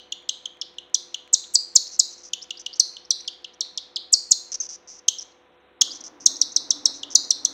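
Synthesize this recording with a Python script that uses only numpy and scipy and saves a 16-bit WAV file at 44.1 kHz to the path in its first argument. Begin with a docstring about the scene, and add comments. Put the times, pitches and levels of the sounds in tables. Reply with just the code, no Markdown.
"""Nestling begging at a syringe

A nestling on a towel begs while it is fed from a syringe, close to a microphone in a small hard room.
Each chirp is a harmonic tone of very fast falling pitch that flares as it sweeps through the throat resonance.
Between chirps come faint squeaks (sliding sines), rasps (pulse trains ringing the throat) and, early on, ticks.
An appliance hums as a set of wavering lines; soft rumbling noise sets in as the chick shuffles off."""
import sys
import numpy as np
from scipy import signal
from scipy.fft import rfft, irfft
from scipy.io import wavfile
from scipy.ndimage import uniform_filter1d, minimum_filter1d

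SR = 44100
rng = np.random.default_rng(int(sys.argv[2]) if len(sys.argv) > 2 else 0)


def wav_record(signal):
    """Record a signal, one row per channel, as 16-bit PCM in the file named by sys.argv[1]."""
    frames = np.transpose(np.atleast_2d(signal))
    bounded = np.clip(frames, -1, 1)
    # unit amplitude maps onto the largest positive 16-bit level
    quanta = np.round(bounded * 32767).astype(np.int16)
    wavfile.write(sys.argv[1], SR, quanta)


N = 332073
T = np.arange(N) / SR
LEAD = SR // 10  # samples of chirping before the scene opens, so that the room already rings


def undb(db):
    """Amplitude ratio: decibels to gain."""
    return 10 ** (np.asarray(db) / 20)


def gain_at(hz, points):
    """Frequency response: gain at hz, by interpolating (Hz, dB) points on a logarithmic frequency axis."""
    f, db = np.transpose(points)
    return undb(np.interp(np.log(np.maximum(hz, 1)), np.log(f), db))


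def colour(x, points):
    """Linear filtering: multiply the spectrum of x by the response through the points."""
    return irfft(rfft(x) * gain_at(np.fft.rfftfreq(len(x), 1 / SR), points), len(x))


def noise(points):
    """Filtered white noise, scaled to rms 1."""
    x = colour(rng.standard_normal(N), points)
    return x / x.std()


def walk(rate, size=N):
    """Band-limited fluctuation: random values, rate per second, joined by lines; spread near 1."""
    at = np.arange(size) * rate / SR
    knots = int(at[-1]) + 2
    return 1.29 * np.interp(at, np.arange(knots), rng.standard_normal(knots))


def add(out, s, x):
    """Superposition: mix x into out from time s on."""
    i = max(int(s * SR), 0)
    out[i:i + len(x)] += x[:len(out) - i]


def gate(length, edge):
    """Times and amplitude envelope of a short sound with sine-squared edges, both in seconds."""
    t = np.arange(int((length + edge) * SR)) / SR
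    edge_share = np.clip(np.minimum(t, length + edge - t) / edge, 0, 1)
    return t, np.sin(np.pi / 2 * edge_share) ** 2


def background(air_db=-59.5, waver_db=-0.5, drift_hz=1.2):
    """Stationary noise of the room air plus the line spectrum of an appliance, wavering in level and pitch."""
    # colour of the room air: frequency_hz, density_db
    air_colour = [(30, -37.5), (60, -12.5), (120, -22.5), (180, -6.5), (280, -9.5), (350, -0.5),
                  (420, -5.5), (520, -5.5), (1000, -7.5), (2300, -12.5), (3900, -16), (4800, -53),
                  (8000, -43), (15000, -50)]
    # lines of the appliance hum: frequency_hz, level_db (rms)
    hum_lines = [(66, -78.5), (100, -84.5), (285, -74), (350, -68.5), (500, -65), (746, -71), (1000, -73.5)]
    hum = np.zeros(N)
    for hz, db in hum_lines:
        phase = 2 * np.pi * np.cumsum(hz + drift_hz * walk(6.6)) / SR
        hum += undb(db + waver_db * walk(6.3)) * np.sqrt(2) * np.sin(phase)
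    return hum + undb(air_db) * noise(air_colour)


def rustle(start_s=5.78, attack_s=0.046, level_db=-54, shuffle_s=0.069, grain_db=2):
    """Friction noise: the uneven rubbing of cloth and hand sets in and stays, swelling with each shuffle."""
    # spectrum of the rubbing: frequency_hz, gain_db
    rubbing_colour = [(40, -27), (100, -10.5), (200, -11.5), (285, 9), (370, -3), (550, -4.5), (1200, -7.5),
                      (2000, -15.5), (4000, -46)]
    # shuffles: centre_s, swell_db
    shuffle_table = [(5.89, 1.5), (6.35, 3), (6.76, 5), (6.93, 2), (7.22, 3.5), (7.46, 6.5)]
    swell_db = sum(db * np.exp(-((T - s) / shuffle_s) ** 2) for s, db in shuffle_table)
    onset = np.clip((T - start_s) / attack_s, 0, 1)
    return onset * undb(level_db + swell_db + grain_db * walk(40)) * noise(rubbing_colour)


def pops(length_s=0.0035, edge_s=0.00057):
    """Gated noise: brief dull pops of overload under a few of the strong chirps."""
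    # pops: centre_s, level_db (rms)
    pop_table = [(1.762, -32.5), (4.319, -36.5), (5.82, -28)]
    # spectrum of a pop: frequency_hz, gain_db
    pop_colour = [(100, -17.5), (400, 1.5), (1000, 1.5), (2500, 0), (5000, -4)]
    bursts = np.zeros(N)
    for s, db in pop_table:
        add(bursts, s - length_s / 2, undb(db) * gate(length_s, edge_s)[1])
    return bursts * noise(pop_colour)


def beak_ticks(per_s=14, tick_db=-42, scatter_db=4, until_s=3.7):
    """Poisson impulses through a resonance: tiny wet clicks while the beak works on the feeding tube."""
    hits = (rng.random(N) < per_s / SR) * (T < until_s)
    sizes = undb(tick_db + scatter_db * rng.standard_normal(N))
    # frequency in Hz, gain in dB
    tick_colour = [(500, -9), (2500, 16.5), (5000, -2.0), (7500, 1.5), (9500, -14.0), (13000, -17.5)]
    return colour(hits * sizes, tick_colour)


def rasps(scatter_db=2, edge_s=0.002, fade_db_per_s=70, flutter_db=1.5):
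    """Pulsed excitation: the slack syrinx slaps shut at uneven intervals, each slap ringing the throat."""
    # rasps from the open beak: start_s, length_s, level_db (halfway through)
    rasp_table = [(1.915, 0.05, -42), (2.107, 0.036, -45.5), (2.177, 0.045, -50.5), (2.233, 0.056, -44.5),
                  (2.425, 0.02, -48), (2.593, 0.025, -43), (2.754, 0.02, -47), (4.518, 0.015, -28.5),
                  (4.54, 0.017, -29), (4.602, 0.066, -37.5), (4.687, 0.073, -39.5), (4.874, 0.122, -46),
                  (5.207, 0.022, -39.5), (5.919, 0.056, -41), (6.004, 0.01, -38), (6.038, 0.043, -39),
                  (6.201, 0.044, -48.5), (6.94, 0.06, -45.5), (7.103, 0.035, -38.5)]
    # ring of one slap: frequency_hz, gain_db
    slap_colour = [(2000, -38), (4200, -29.5), (4800, -19.5), (5400, -12), (6000, -4.5), (6600, -15.5),
                   (7400, -28), (8600, -45.5), (9600, -42), (10500, -61)]
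    chance = rng.standard_normal((N // 20, 2))
    interval_s = .0018 * np.exp(.35 * chance[:, 0])
    at = (SR * np.cumsum(interval_s)).astype(int)
    slap_sizes = undb(scatter_db * chance[at < N, 1])
    slaps = np.bincount(at[at < N], slap_sizes, N)
    creak = colour(slaps, slap_colour)
    flow = np.zeros(N)
    for s, length, db in rasp_table:
        t, envelope = gate(length, edge_s)
        # each rasp weakens as the air runs out
        add(flow, s, undb(db - fade_db_per_s * (t - length / 2)) * envelope)
    return flow * undb(flutter_db * walk(120)) * creak / creak.std()


def squeaks(length_s=.014, rise_octaves=0.15, jitter=0.017, edge_s=0.0014, broken_db=7):
    """Near-sinusoidal oscillation: the weaker a squeak is blown, the more it slides upward and breaks up."""
    # thin squeaks between chirps: start_s, pitch_hz, level_db (rms)
    squeak_table = [(1.438, 3600, -42), (1.867, 5250, -38.5), (2.416, 5110, -38), (2.571, 4960, -43),
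                    (2.729, 5060, -38), (3.046, 5460, -49.5), (3.198, 5770, -42.5), (3.534, 5620, -55),
                    (4.601, 6200, -22.5), (5.184, 5440, -32), (5.906, 4910, -34.5), (6.357, 5460, -34.5),
                    (6.518, 6040, -40), (7.237, 5370, -43)]
    out = np.zeros(N)
    t, envelope = gate(length_s, edge_s)
    for s, hz, db in squeak_table:
        weakness = np.clip((-22 - db) / 12, 0, 1)
        slide = 2 ** (rise_octaves * weakness * (t / length_s - .5))
        pitch = hz * slide * (1 + jitter * (1 + 2 * weakness) * walk(800, len(t)))
        flutter = undb(broken_db * weakness * walk(1100, len(t)))
        pressure = envelope * flutter / np.sqrt(np.mean(flutter ** 2))
        tone = np.sin(2 * np.pi * np.cumsum(pitch) / SR)
        add(out, s, undb(db) * np.sqrt(2) * pressure * tone)
    return out


def chirps(jitter=0.032, flutter_db=0.57, hiss_db=-27):
    """Source and filter: the syrinx snaps open, holds a sagging pitch and breaks downward through the throat."""
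    # chirps: start_s, peak_db, upper_pitch_hz, lower_pitch_hz, upper_hold_s
    chirp_table = [(-0.05, -16, 5630, 2640, 0.0013), (0.121, -14.5, 5370, 2730, 0.0011),
                   (0.2898, -9.5, 5450, 2810, 0.0018), (0.455, -17, 5790, 2700, 0.00042),
                   (0.6134, -17, 5720, 2950, 0.0035), (0.7827, -22, 5600, 2640, 0.00016),
                   (0.9435, -4.5, 6400, 3230, 0.0053), (1.1427, -15.5, 6250, 2650, 0.00061),
                   (1.3294, -1.0, 8060, 3776, 0.014), (1.5387, -2.5, 8890, 4440, 0.017),
                   (1.7538, 1.5, 7790, 4010, 0.011), (1.992, 0, 7750, 3926, 0.0083),
                   (2.3325, -10.5, 5700, 2627, 0.0011), (2.5055, -17.5, 6840, 2580, 0.00052),
                   (2.6618, -16.5, 6500, 2570, 0.0007), (2.7965, 0.5, 6600, 3916, 0.0046),
                   (2.9657, -26.5, 6200, 2690, 0.00069), (3.1057, -4.5, 5875, 3586, 0.0049),
                   (3.2766, -18.0, 5390, 2870, 0.0034), (3.4439, -23.5, 5680, 2690, 0.0014),
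                   (3.6074, -11, 5770, 3490, 0.0034), (3.775, -15.5, 5820, 3320, 0.0027),
                   (3.9594, -17.5, 5345, 3175, 0.0043), (4.124, -2.5, 8310, 4350, 0.0146),
                   (4.3098, 1, 7850, 3880, 0.011), (5.0822, -1, 7210, 2863, 0.0011),
                   (5.8112, -3, 5636, 2950, 0.0044), (6.2585, 2.5, 6820, 3560, 0.0074),
                   (6.4133, -3, 6190, 3630, 0.0062), (6.5615, -4.5, 6090, 3610, 0.0067),
                   (6.7045, -5, 6200, 3430, 0.0069), (6.8549, -2.5, 6210, 3560, 0.0058),
                   (7.0308, -19.0, 6540, 2730, 0.0007), (7.1514, 2, 6980, 3974, 0.0062),
                   (7.3052, -3.0, 6090, 3540, 0.0055), (7.4487, -2.5, 6640, 3500, 0.0051)]
    # response of throat and beak with the resonance at throat_table_hz: frequency_hz, gain_db
    throat_response = [(1200, -33), (2300, -30), (3200, -16), (4100, -15), (5000, -10), (6200, 2),
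                       (7000, -4), (8000, -10), (9000, -16.5), (10200, -30), (12000, -34), (15000, -38)]
    throat_table_hz = 6200
    # harmonics 2 to 5, relative to the overtone level: slope_db
    overtone_slopes = [-1.5, -23, -8.5, -18.5]
    # spectrum of the puff of air: frequency_hz, gain_db
    puff_colour = [(1500, -13.5), (4000, -10.5), (7500, 7), (10000, -14.5), (13000, -8), (16000, -22.5)]
    # the call breaks to a weaker lower pitch and dies away; a longer hold gives a longer call
    break_s, break_db = .00147, -2
    length_s, length_per_hold = .0058, 1.2
    attack_s, release_steepness = 0.0018, 3.95
    snap_octaves, snap_s = .17, 0.0013  # pitch overshoot as the syrinx opens
    sag_octaves = .48  # pitch lost over one call length as the air runs out
    lowest_hz, lowest_knee = 2920, 57  # the pitch levels off at the bottom of the voice
    # the throat resonance sinks as the voice rises: its place for a middling lower pitch, and the power law
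    resonance_hz, middling_hz, resonance_power = 5888, 3577, -0.37
    # at the start of a full-scale chirp; dB per dB of loudness; change over one call length
    overtone_start_db, overtone_growth, overtone_fade_db = -6, 1, -2.5
    # the voice thins midway between its two pitches, most in quick chirps:
    # depth at no hold, centre for a middling voice, power law with pitch, width, hold over which it fades
    gap_depth_db, gap_centre_hz, gap_power, gap_width_hz, gap_hold_s = -11.5, 4950, 0.62, 530, 0.013
    # air that escapes as the syrinx opens: in a full-scale chirp, dB per dB of loudness, lead
    puff_db, puff_growth, puff_s = -33.5, 1.3, 0.0023

    out, t = np.zeros(LEAD + N), np.arange(int(SR / 20)) / SR
    hiss, breath = noise(throat_response), noise(puff_colour)
    puff = gate(2 * puff_s, puff_s)[1]
    for s, db, upper_hz, lower_hz, hold in chirp_table:
        age = t / (length_s + length_per_hold * hold)
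        broken = (1 + np.tanh((t - hold) / break_s)) / 2
        spent = np.minimum(age, np.sqrt(2))

        bend = snap_octaves * np.exp(-t / snap_s) + sag_octaves * (broken - spent)
        hz = upper_hz * (lower_hz / upper_hz) ** broken * 2 ** bend
        hz = hz * (1 + (lowest_hz / hz) ** lowest_knee) ** (1 / lowest_knee)
        phase = 2 * np.pi * np.cumsum(hz * (1 + jitter * walk(1500, len(t)))) / SR

        envelope = (1 - np.exp(-t / attack_s)) ** 2 * np.exp(-age ** release_steepness)
        gap_hz = gap_centre_hz * (lower_hz / middling_hz) ** gap_power
        gap_db = gap_depth_db * np.exp(-hold / gap_hold_s - ((hz - gap_hz) / gap_width_hz) ** 2)
        pressure = envelope * undb(break_db * broken + gap_db + flutter_db * walk(700, len(t)))

        throat_hz = resonance_hz * (lower_hz / middling_hz) ** resonance_power
        overtone_db = overtone_start_db + overtone_growth * db + overtone_fade_db * spent
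        harmonic_levels = [0] + [overtone_db + slope for slope in overtone_slopes]
        tone = np.zeros(len(t))
        for k, harmonic_db in enumerate(harmonic_levels, 1):
            throat_gain = gain_at(k * hz * throat_table_hz / throat_hz, throat_response)
            audible = k * hz < SR / 2  # no aliasing
            tone += undb(harmonic_db) * throat_gain * audible * np.sin(k * phase)

        # a little air rushes through with the tone
        hiss_here = np.roll(hiss, -int(s * SR))[:len(t)]
        air = undb(hiss_db) * gain_at(hz, throat_response) * hiss_here
        voice = pressure * (tone + air)
        add(out, s + LEAD / SR, undb(db) * voice / np.abs(voice).max())
        puff_air = puff * np.roll(breath, -int(s * SR))[:len(puff)]
        add(out, s + LEAD / SR - puff_s, undb(puff_db + puff_growth * db) * puff_air)
    return out


def room(x, wet_db, build_s=0.00067, t60_s=0.46, treble_t60_s=0.38):
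    """Reverberation by convolution: near reflections and an exponential diffuse tail, its treble dying sooner."""
    # near surfaces: delay_s, gain_db
    reflection_table = [(.0018, -27.5), (.0031, -21), (.0052, -16), (.0087, -31)]
    # spectrum of the diffuse tail: frequency_hz, gain_db
    tail_colour = [(1000, 5.5), (3000, -5), (4200, 6), (5200, -7), (6300, -9), (8000, -7.5), (14000, -1)]
    t = T[:int(SR)]
    treble_share = np.clip(np.fft.rfftfreq(len(t), 1 / SR) / 4000 - 1, 0, 1)  # rises from 4 to 8 kHz
    diffuse = rng.standard_normal(len(t))
    treble = irfft(rfft(diffuse) * treble_share, len(t))
    tail = (diffuse - treble) * np.exp(-np.log(1000) * t / t60_s)
    tail += treble * np.exp(-np.log(1000) * t / treble_t60_s)
    tail *= 1 - np.exp(-(t / build_s) ** 2)
    response = undb(wet_db) * colour(tail / np.linalg.norm(tail), tail_colour)
    for delay, db in reflection_table:
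        response[int(delay * SR)] += undb(db)
    return x + signal.fftconvolve(x, response)[:len(x)]


def scene():
    """Superposition of the chick in its room, the pops, the hum and the rustle."""
    # the tiny throat and beak radiate little below the bottom of the voice: frequency_hz, gain_db
    beak_cut = [(2400, -11), (2780, 0)]
    # colour of the way from the beak to the microphone: frequency_hz, gain_db
    path_colour = [(2500, 1), (3400, -0.5), (4100, -0.5), (4550, 0), (5100, 2), (5900, 0.5), (8000, 0.5),
                   (11000, 2.5)]
    calls = room(colour(chirps(), beak_cut), wet_db=-9.0)[LEAD:]
    faint_sounds = room(squeaks() + rasps() + beak_ticks(), wet_db=-12.0)
    chick = colour(calls + faint_sounds, path_colour)
    return (chick + pops() + background() + rustle())[None]


def record(dry, ceiling=1.03, top_hz=15900):
    """Peak limiting and low-pass filtering: a fast limiter holds peaks to the ceiling, clipping trims them to 1."""
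    needed = ceiling / np.maximum(np.abs(dry), ceiling)
    gain = uniform_filter1d(minimum_filter1d(needed, size=33), size=33)
    clipped = np.clip(gain * dry, -1, 1)
    low_pass = signal.ellip(8, .2, 70, top_hz, fs=SR, output="sos")
    return signal.sosfilt(low_pass, clipped)


dry = scene()
out = record(dry)
wav_record(out)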